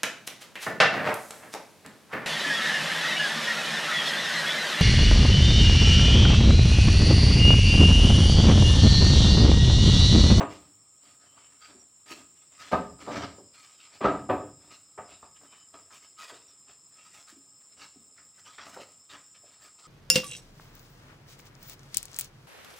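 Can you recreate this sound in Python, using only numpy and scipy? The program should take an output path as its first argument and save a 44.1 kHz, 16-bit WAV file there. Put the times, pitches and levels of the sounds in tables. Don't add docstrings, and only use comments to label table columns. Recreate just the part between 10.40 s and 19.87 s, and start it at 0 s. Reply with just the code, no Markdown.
import sys
import numpy as np
from scipy import signal
from scipy.fft import rfft, irfft
from scipy.io import wavfile
from scipy.ndimage import uniform_filter1d

SR = 44100
rng = np.random.default_rng(int(sys.argv[2]) if len(sys.argv) > 2 else 0)


def waveform_to_disk(signal):
    frames = np.transpose(np.atleast_2d(signal))
    scaled = np.clip(frames, -1, 1) * 32767
    samples = np.round(scaled).astype(np.int16)
    wavfile.write(sys.argv[1], SR, samples)


def nominal_scale(level):
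    x = np.asarray(level, float) / 20
    return 10 ** x


N = 417627

HUM_HZ, HUM_WIDTH_HZ = 1260, 18


def evened(x):
    return x / np.sqrt(np.mean(x ** 2) + 1e-20)


def read(points, hz):
    f, value = np.transpose(points)
    return np.interp(np.log(hz + 1), np.log(f + 1), value)


def add(mix, s, sound):
    part = mix[max(round(s * SR), 0):][:len(sound)]
    part += sound[:len(part)]


def colour(x, points):
    gain = nominal_scale(read(points, np.fft.rfftfreq(len(x), 1 / SR)))
    return evened(irfft(rfft(x) * gain, len(x)))


def resonate(x, hz, width_hz):
    turn = np.exp(2j * np.pi * np.cumsum(hz * np.ones(len(x))) / SR)
    r = np.exp(-np.pi * width_hz / SR)
    return 2 * (turn * signal.lfilter([1 - r], [1, -r], x / turn)).real


def wander(hz):
    size = round(SR / hz)
    knots = N // size + 2
    return evened(np.interp(np.arange(N), np.arange(knots) * size, rng.standard_normal(knots)))


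def grains(per_s, spread_db, size=N):
    chance, sign, big = rng.random(size), rng.standard_normal(size), rng.exponential(1, size)
    return (chance < per_s / SR) * sign * nominal_scale(spread_db * np.minimum(big, 4))


def patchy(x, points, patchy_db, size=(5, 6)):
    hz, t, z = signal.stft(x, SR, nperseg=512, noverlap=256)
    patches = rng.standard_normal(z.shape[::-1]).T
    patches = uniform_filter1d(patches, size=size[0], axis=0)
    patches = evened(uniform_filter1d(patches, size=size[1], axis=1))
    z = z * nominal_scale(read(points, hz)[:, None] + patchy_db * patches)
    return evened(signal.istft(z, SR, nperseg=512, noverlap=256)[1][:N])


def open_air():
    # f/Hz, relative density/dB
    air_spectrum = [(18, -43), (30, 0), (48, 12), (109, 1.5), (830, -6), (1120, -4.5), (1270, -7),
                    (1470, -11), (4410, -10), (4700, -55), (6110, -45.5), (10300, -120)]
    return nominal_scale(-71) * patchy(rng.standard_normal(N), air_spectrum, patchy_db=1.8)


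def side_noise():
    # f/Hz, relative density/dB
    side_spectrum = [(35, -33), (60, -7.5), (921, -12.5), (1260, -5.5), (1490, -10), (5310, -19),
                     (6270, -57.5), (8750, -45), (11400, -65.5), (19200, -120)]
    unlike = nominal_scale(-76.5) * patchy(rng.standard_normal(N), side_spectrum, patchy_db=3.0)
    return np.array([unlike, -unlike])


def faint_hum():
    tone = evened(resonate(rng.standard_normal(N), HUM_HZ, HUM_WIDTH_HZ))
    return tone * nominal_scale(-79 + 2.3 * wander(4.4))


def cicadas():
    # f/Hz, relative density/dB
    drone_spectrum = [(3350, -50.5), (5400, -12), (5900, -19.5), (6520, -24), (7080, 2), (7340, 6.5),
                      (7720, 3.5), (8320, -3.5), (8750, -9), (11400, -46.5), (19200, -120)]
    # f/Hz, relative density/dB
    sheen_spectrum = [(8800, -32), (9300, -12.5), (10500, 0.5), (12000, -8.5), (13800, -10), (14600, -0.5),
                      (15400, 4)]
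    drone = patchy(rng.standard_normal(N), drone_spectrum, patchy_db=1.4)
    sheen = patchy(rng.standard_normal(N), sheen_spectrum, patchy_db=5.0)
    return nominal_scale(-58 + 0.47 * wander(5.8)) * drone + nominal_scale(-70.5) * sheen


def crickets():
    # final f/Hz, climb/Hz
    rising = [(5185, 270), (5295, 215)]
    steady_hz = 5210, 5345, 5430
    steady_db, fade_db_per_s = (-75, -75, -71.5), (0.5, 0.5, 0.2)
    rising_db = -71, -66.5
    joins_s, fade_in_s, creep_s = 1.8, 0.52, 3.8

    out, t = np.zeros(N), np.arange(N) / SR
    joined = np.clip((t - joins_s) / fade_in_s, 0, 1) ** 2
    tones = []
    for (final_hz, climb_hz), db in zip(rising, rising_db):
        tones.append((final_hz - climb_hz * np.exp((joins_s - t) / creep_s), joined * nominal_scale(db)))
    for hz, db, fade in zip(steady_hz, steady_db, fade_db_per_s):
        tones.append((hz, nominal_scale(db - fade * t)))
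    for hz, level in tones:
        chirp_phase = 2 * np.pi * np.cumsum(10.5 + 1.9 * wander(3)) / SR
        chirp_db = 3.0 * np.sin(chirp_phase) + 1.8 * wander(26)
        out += level * nominal_scale(chirp_db) * np.sin(2 * np.pi * np.cumsum(hz + 9 * wander(30)) / SR)
    return out * (1 + .35 * wander(250))


def birds():
    # t/s, length/s, starting f/Hz, level/dB
    whistles = [(0.01, 0.027, 6030, -52), (0.849, 0.11, 3050, -67), (0.957, 0.15, 3060, -68),
                (1.39, 0.038, 5650, -57), (5.051, 0.23, 3040, -64.5), (6.075, .04, 5630, -59.5),
                (8.79, .17, 5700, -72)]
    out = np.zeros(N)
    for s, length_s, hz, db in whistles:
        t = np.arange(0, length_s, 1 / SR)
        tone = np.sin(2 * np.pi * hz * t * (1 - 0.02 * t))
        add(out, s, nominal_scale(db) * tone * signal.windows.tukey(len(t), .4))
    return out * nominal_scale(2 * wander(60)) * (1 + .4 * wander(500))


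def yard(x, echo_db):
    # f/Hz, t60/s
    decay = [(100, 0.8), (300, 0.48), (700, 0.37), (1300, 0.36), (2500, 0.4), (6000, 0.48)]
    taps = np.zeros(SR // 2)
    at = np.arange(300, len(taps) - 20, 20)
    taps[at + rng.integers(0, 20, len(at))] = rng.choice([-1., 1.], len(at))
    hz, t, z = signal.stft(taps, SR, nperseg=512)
    z = z * nominal_scale(-60 * t / read(decay, hz)[:, None])
    tail = signal.istft(z, SR, nperseg=512)[1]
    return x + nominal_scale(echo_db) * signal.oaconvolve(x, tail / np.linalg.norm(tail))[:len(x)]


def ring(centre_hz, octaves, damping):
    # f/Hz, width/Hz at damping 1, level/dB before the place struck weights it
    boards = [(94, 40, -4), (165, 40, -19.5), (301.3, 15, 0.5), (411, 15, -3), (586, 33, -8.5),
              (667, 24, -3), (734.4, 55, 5), (892, 35, -4), (1005, 32, -1), (1210, 27, -3.5), (1260, 60, 8),
              (1582, 56, 0), (1776, 70, -3), (1980, 31, -11.5), (2253, 270, -9.5), (2740, 200, -14.5),
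              (3348, 120, -17)]
    hz, width_hz, db = np.repeat(np.transpose(boards), 3, axis=1)[:, :, None]
    hz = hz * (1 + 0.012 * rng.standard_normal(hz.shape))
    t = np.arange(SR // 4) / SR
    db = db - 6 * (np.log2(hz / centre_hz) / octaves) ** 2
    modes = nominal_scale(db) * np.exp(-np.pi * width_hz * damping * t) * np.sin(2 * np.pi * hz * t)
    return modes.sum(0) * np.cos(2 * np.pi * t)


def stroke(length_s):
    t = np.arange(0, length_s + .3, 1 / SR)
    rise = np.minimum(t / (0.014 + 0.23 * length_s), 1) ** 0.99
    return rise * nominal_scale(-264.5 * np.maximum(t - length_s, 0))


def scrapes():
    # t/s, length/s, level/dB,
    # rumble in the boards/dB and fine grit/dB (both against the level)
    strokes = [ (0.07, 0.083, -54, -20, -12.5), (0.186, 0.086, -74, 7, -12), (0.605, 0.11, -63, -3.5, -23),
               (0.788, 0.077, -69, 0.5, -18), (0.904, 0.26, -69, -2, -22), (1.196, .07, -55, -32, -17),
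               (1.265, 0.107, -66, 7, -20), (1.656, 0.065, -45.5, -6.5, -7.5),
               (1.75, 0.063, -72.5, 11, -11.5), (1.949, .05, -66, -14, -12.5),
               (2.091, 0.096, -65.5, -9, -10), (2.186, 0.094, -49, -13, -12.5),
               (2.582, 0.082, -52.5, 2.5, -12.5), (2.642, 0.097, -52.5, 4.5, -24),
               (2.696, .17, -45.5, 7.5, -26.5), (3.124, 0.11, -55.5, -17, -10),
               (3.23, 0.15, -64, -12, -10.5), (3.382, .1, -64, -16, -13.5), (3.497, 0.1, -66.5, -5, -12.5),
               (4.189, 0.087, -70, 5.5, -9), (4.303, 0.0515, -56.5, -12, -12), (4.569, 0.037, -64, 7, -23),
               (4.671, 0.076, -60.5, -1.5, -18), (4.82, .04, -69, -4, -16), (4.938, 0.027, -66, -26, -7),
               (4.989, .08, -72, 8, -12), (5.097, 0.106, -62.5, -15, -17.5), (5.329, 0.02, -57.5, 1.5, -17),
               (5.449, 0.043, -72, 2, -17), (5.499, .08, -59, -9.5, -3), (5.606, 0.05, -68.5, -5.5, -7.5),
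               (5.763, 0.0827, -51.5, -18.5, -6.5), (5.865, .06, -57, -19, -9.5),
               (6.007, 0.11, -71.5, -2.5, -18), (6.26, 0.052, -66.5, -0.5, -18),
               (6.474, 0.15, -69.5, -8, -12), (6.626, 0.1, -62.5, -17, -8), (6.728, 0.061, -58.5, -8.5, -5),
               (6.86, 0.0371, -57.5, -18, -6), (7.188, 0.025, -69.5, -1, -9),
               (7.304, 0.076, -69.5, -5, -12), (7.364, 0.074, -50.5, -8.5, -14),
               (7.759, .05, -60.5, -6.5, -25), (7.938, 0.084, -68, -12.5, -4.5),
               (8.041, 0.0874, -53, -14.5, -13), (8.175, 0.017, -46.5, -7, -22),
               (8.246, .05, -55.5, -6.5, -4), (8.321, 0.086, -55.5, -2.5, -8),
               (8.45, 0.082, -67.5, -15, -5.5), (8.686, 0.047, -52.5, -11, -11.5),
               (8.723, 0.017, -70, 6, -17), (8.939, 0.014, -61.5, -23, -15.5),
               (9.027, 0.13, -65.5, -9.5, -14), (9.188, 0.091, -62, -8, -6),
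               (9.379, 0.036, -60.5, -14, -11), (9.447, .04, -57, -17, -21)]
    # f/Hz, relative density/dB
    rasp_spectrum = [(290, -23.5), (500, -11), (959, -5.5), (1220, -3.5), (1490, -4), (2560, -2),
                     (4350, -5.5), (5430, -4.5), (7000, -20.5), (9100, -34), (15400, -120)]
    # f/Hz, relative density/dB
    grit_spectrum = [(5000, -37), (6500, 8), (9000, -0.5), (12000, -7.5), (14000, -11.5), (16000, -2)]
    rasp = patchy(grains(4000, 0.93), rasp_spectrum, patchy_db=4, size=(3, 12))
    rasp = rasp + nominal_scale(-7.5) * evened(resonate(rasp, HUM_HZ, HUM_WIDTH_HZ))
    grit = colour(grains(3000, 2.0), grit_spectrum)
    rumble = evened(signal.oaconvolve(grains(2000, 3.1), ring(380, 7.5, 2.2))[:N])
    pressure = np.zeros((3, N))
    for s, length_s, level_db, rumble_db, grit_db in strokes:
        for layer, db in zip(pressure, (0, rumble_db, grit_db)):
            add(layer, s, nominal_scale(level_db + db) * stroke(length_s))
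    out = (pressure * [rasp, rumble, grit]).sum(0)
    return yard(out * nominal_scale(3.3 * wander(40)), echo_db=-8.5)


def blow(level_db, centre_hz, octaves, clatter_s, crack_db, build_s, damping, echo_db):
    t = np.arange(SR // 5) / SR
    decay = np.exp(-(t / max(clatter_s, .001)) ** 0.88)
    contacts = grains(6000, 0.94, len(t)) * np.minimum(t / build_s, 1) * decay
    contacts[round(.001 * SR)] += 1.3 * np.sqrt(np.mean(contacts[:441] ** 2))
    hz = np.geomspace(50, 16000, 20)
    away = np.log2(hz / centre_hz) / octaves
    crack_spectrum_db = -np.where(away > 0, 5.5, 7.5) * away ** 2
    crack = colour(contacts, np.transpose([hz, crack_spectrum_db]))
    sound = evened(signal.fftconvolve(contacts, ring(centre_hz, octaves, damping)))
    sound[:len(t)] += nominal_scale(crack_db) * crack * np.cos(2.5 * np.pi * t)
    loudest = np.sqrt(uniform_filter1d(sound ** 2, size=441).max())
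    return nominal_scale(level_db - 10.0) * yard(np.pad(sound, (0, SR // 4)), echo_db) / loudest


def add_knocks(work):
    # t/s, level/dB (loudest 10 ms rms before echo, plus 10), ring centre f/Hz,
    # spread/octaves, crack against ring/dB
    knocks = [(0.973, -46, 1230, 0.37, 5), (1.347, -45.5, 299, 0.53, 6), (1.71, -34.5, 303, 0.46, 24),
              (2.982, -36.5, 423, 0.97, 15), (3.401, -48, 2960, 0.37, 16), (4.577, -28, 810, 1.06, 5.5),
              (4.826, -36.5, 1090, 0.7, -3), (5.011, -49, 1212, 0.77, -11), (5.125, -48.5, 1260, 0.2, -11),
              (5.34, -39.5, 1290, 1, -2), (5.505, -46.5, 1320, 0.6, 24), (5.896, -36.5, 1380, 0.97, 9),
              (5.919, -42, 457, 0.77, 8), (6.307, -52, 2600, 0.9, 7), (6.925, -46, 285, 0.23, 13),
              (6.96, -51, 304, 0.322, 9), (7.556, -45, 276, 0.6, 0), (7.778, -47.5, 1700, 0.44, 19),
              (7.977, -52.5, 1610, 0.27, 12), (8.058, -49, 1350, 0.27, -12), (8.182, -33.5, 1380, 0.67, 13),
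              (8.265, -38.5, 1280, 0.91, -13), (8.363, -32.5, 600, 0.87, 20), (8.389, -39, 560, 0.16, 12),
              (8.749, -40.5, 1800, 0.85, 5.5), (9.033, -48, 586, 0.51, 1)]
    for s, level_db, hz, octaves, crack_db in knocks:
        knock = blow(level_db, hz, octaves, clatter_s=0.017, crack_db=crack_db,
                     build_s=.003, damping=2.4, echo_db=-3.0)
        add(work, s, knock)


def add_thuds(work):
    # t/s, level/dB (loudest 10 ms rms before echo, plus 10), ring spread/octaves,
    # clatter decay/s, crack against ring/dB
    thuds = [(0.001, -14.5, 1.29, 0.019, 5), (2.314, -20.5, 1.7, 0.021, 2.5), (2.325, -8, 1.41, 0.02, 0),
             (2.672, -24, 1.06, 0.056, 3.5), (3.606, -21, 1.35, 0.2, 7.5), (3.635, -13.5, 1.4, 0.029, 4),
             (3.645, -7.5, 1.66, 0.022, -6.5), (3.89, -10.5, 1.296, 0.034, 2.5)]
    for s, level_db, octaves, clatter_s, crack_db in thuds:
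        thud = blow(level_db, 600, octaves, clatter_s, crack_db,
                    build_s=.009, damping=1.0, echo_db=-4.5)
        add(work, s, thud)


def scene():
    work = scrapes()
    add_thuds(work)
    add_knocks(work)
    alike = work + cicadas() + crickets() + faint_hum() + birds() + open_air()
    return alike + side_noise()


def low_pass(x):
    return signal.sosfilt(signal.butter(12, 15500, fs=SR, output="sos"), x)


def record(dry):
    high_pass = signal.butter(4, 72, "high", fs=SR, output="sos")
    thinned = signal.sosfilt(high_pass, dry)
    return low_pass(thinned)


dry = scene()
out = record(dry)
waveform_to_disk(out)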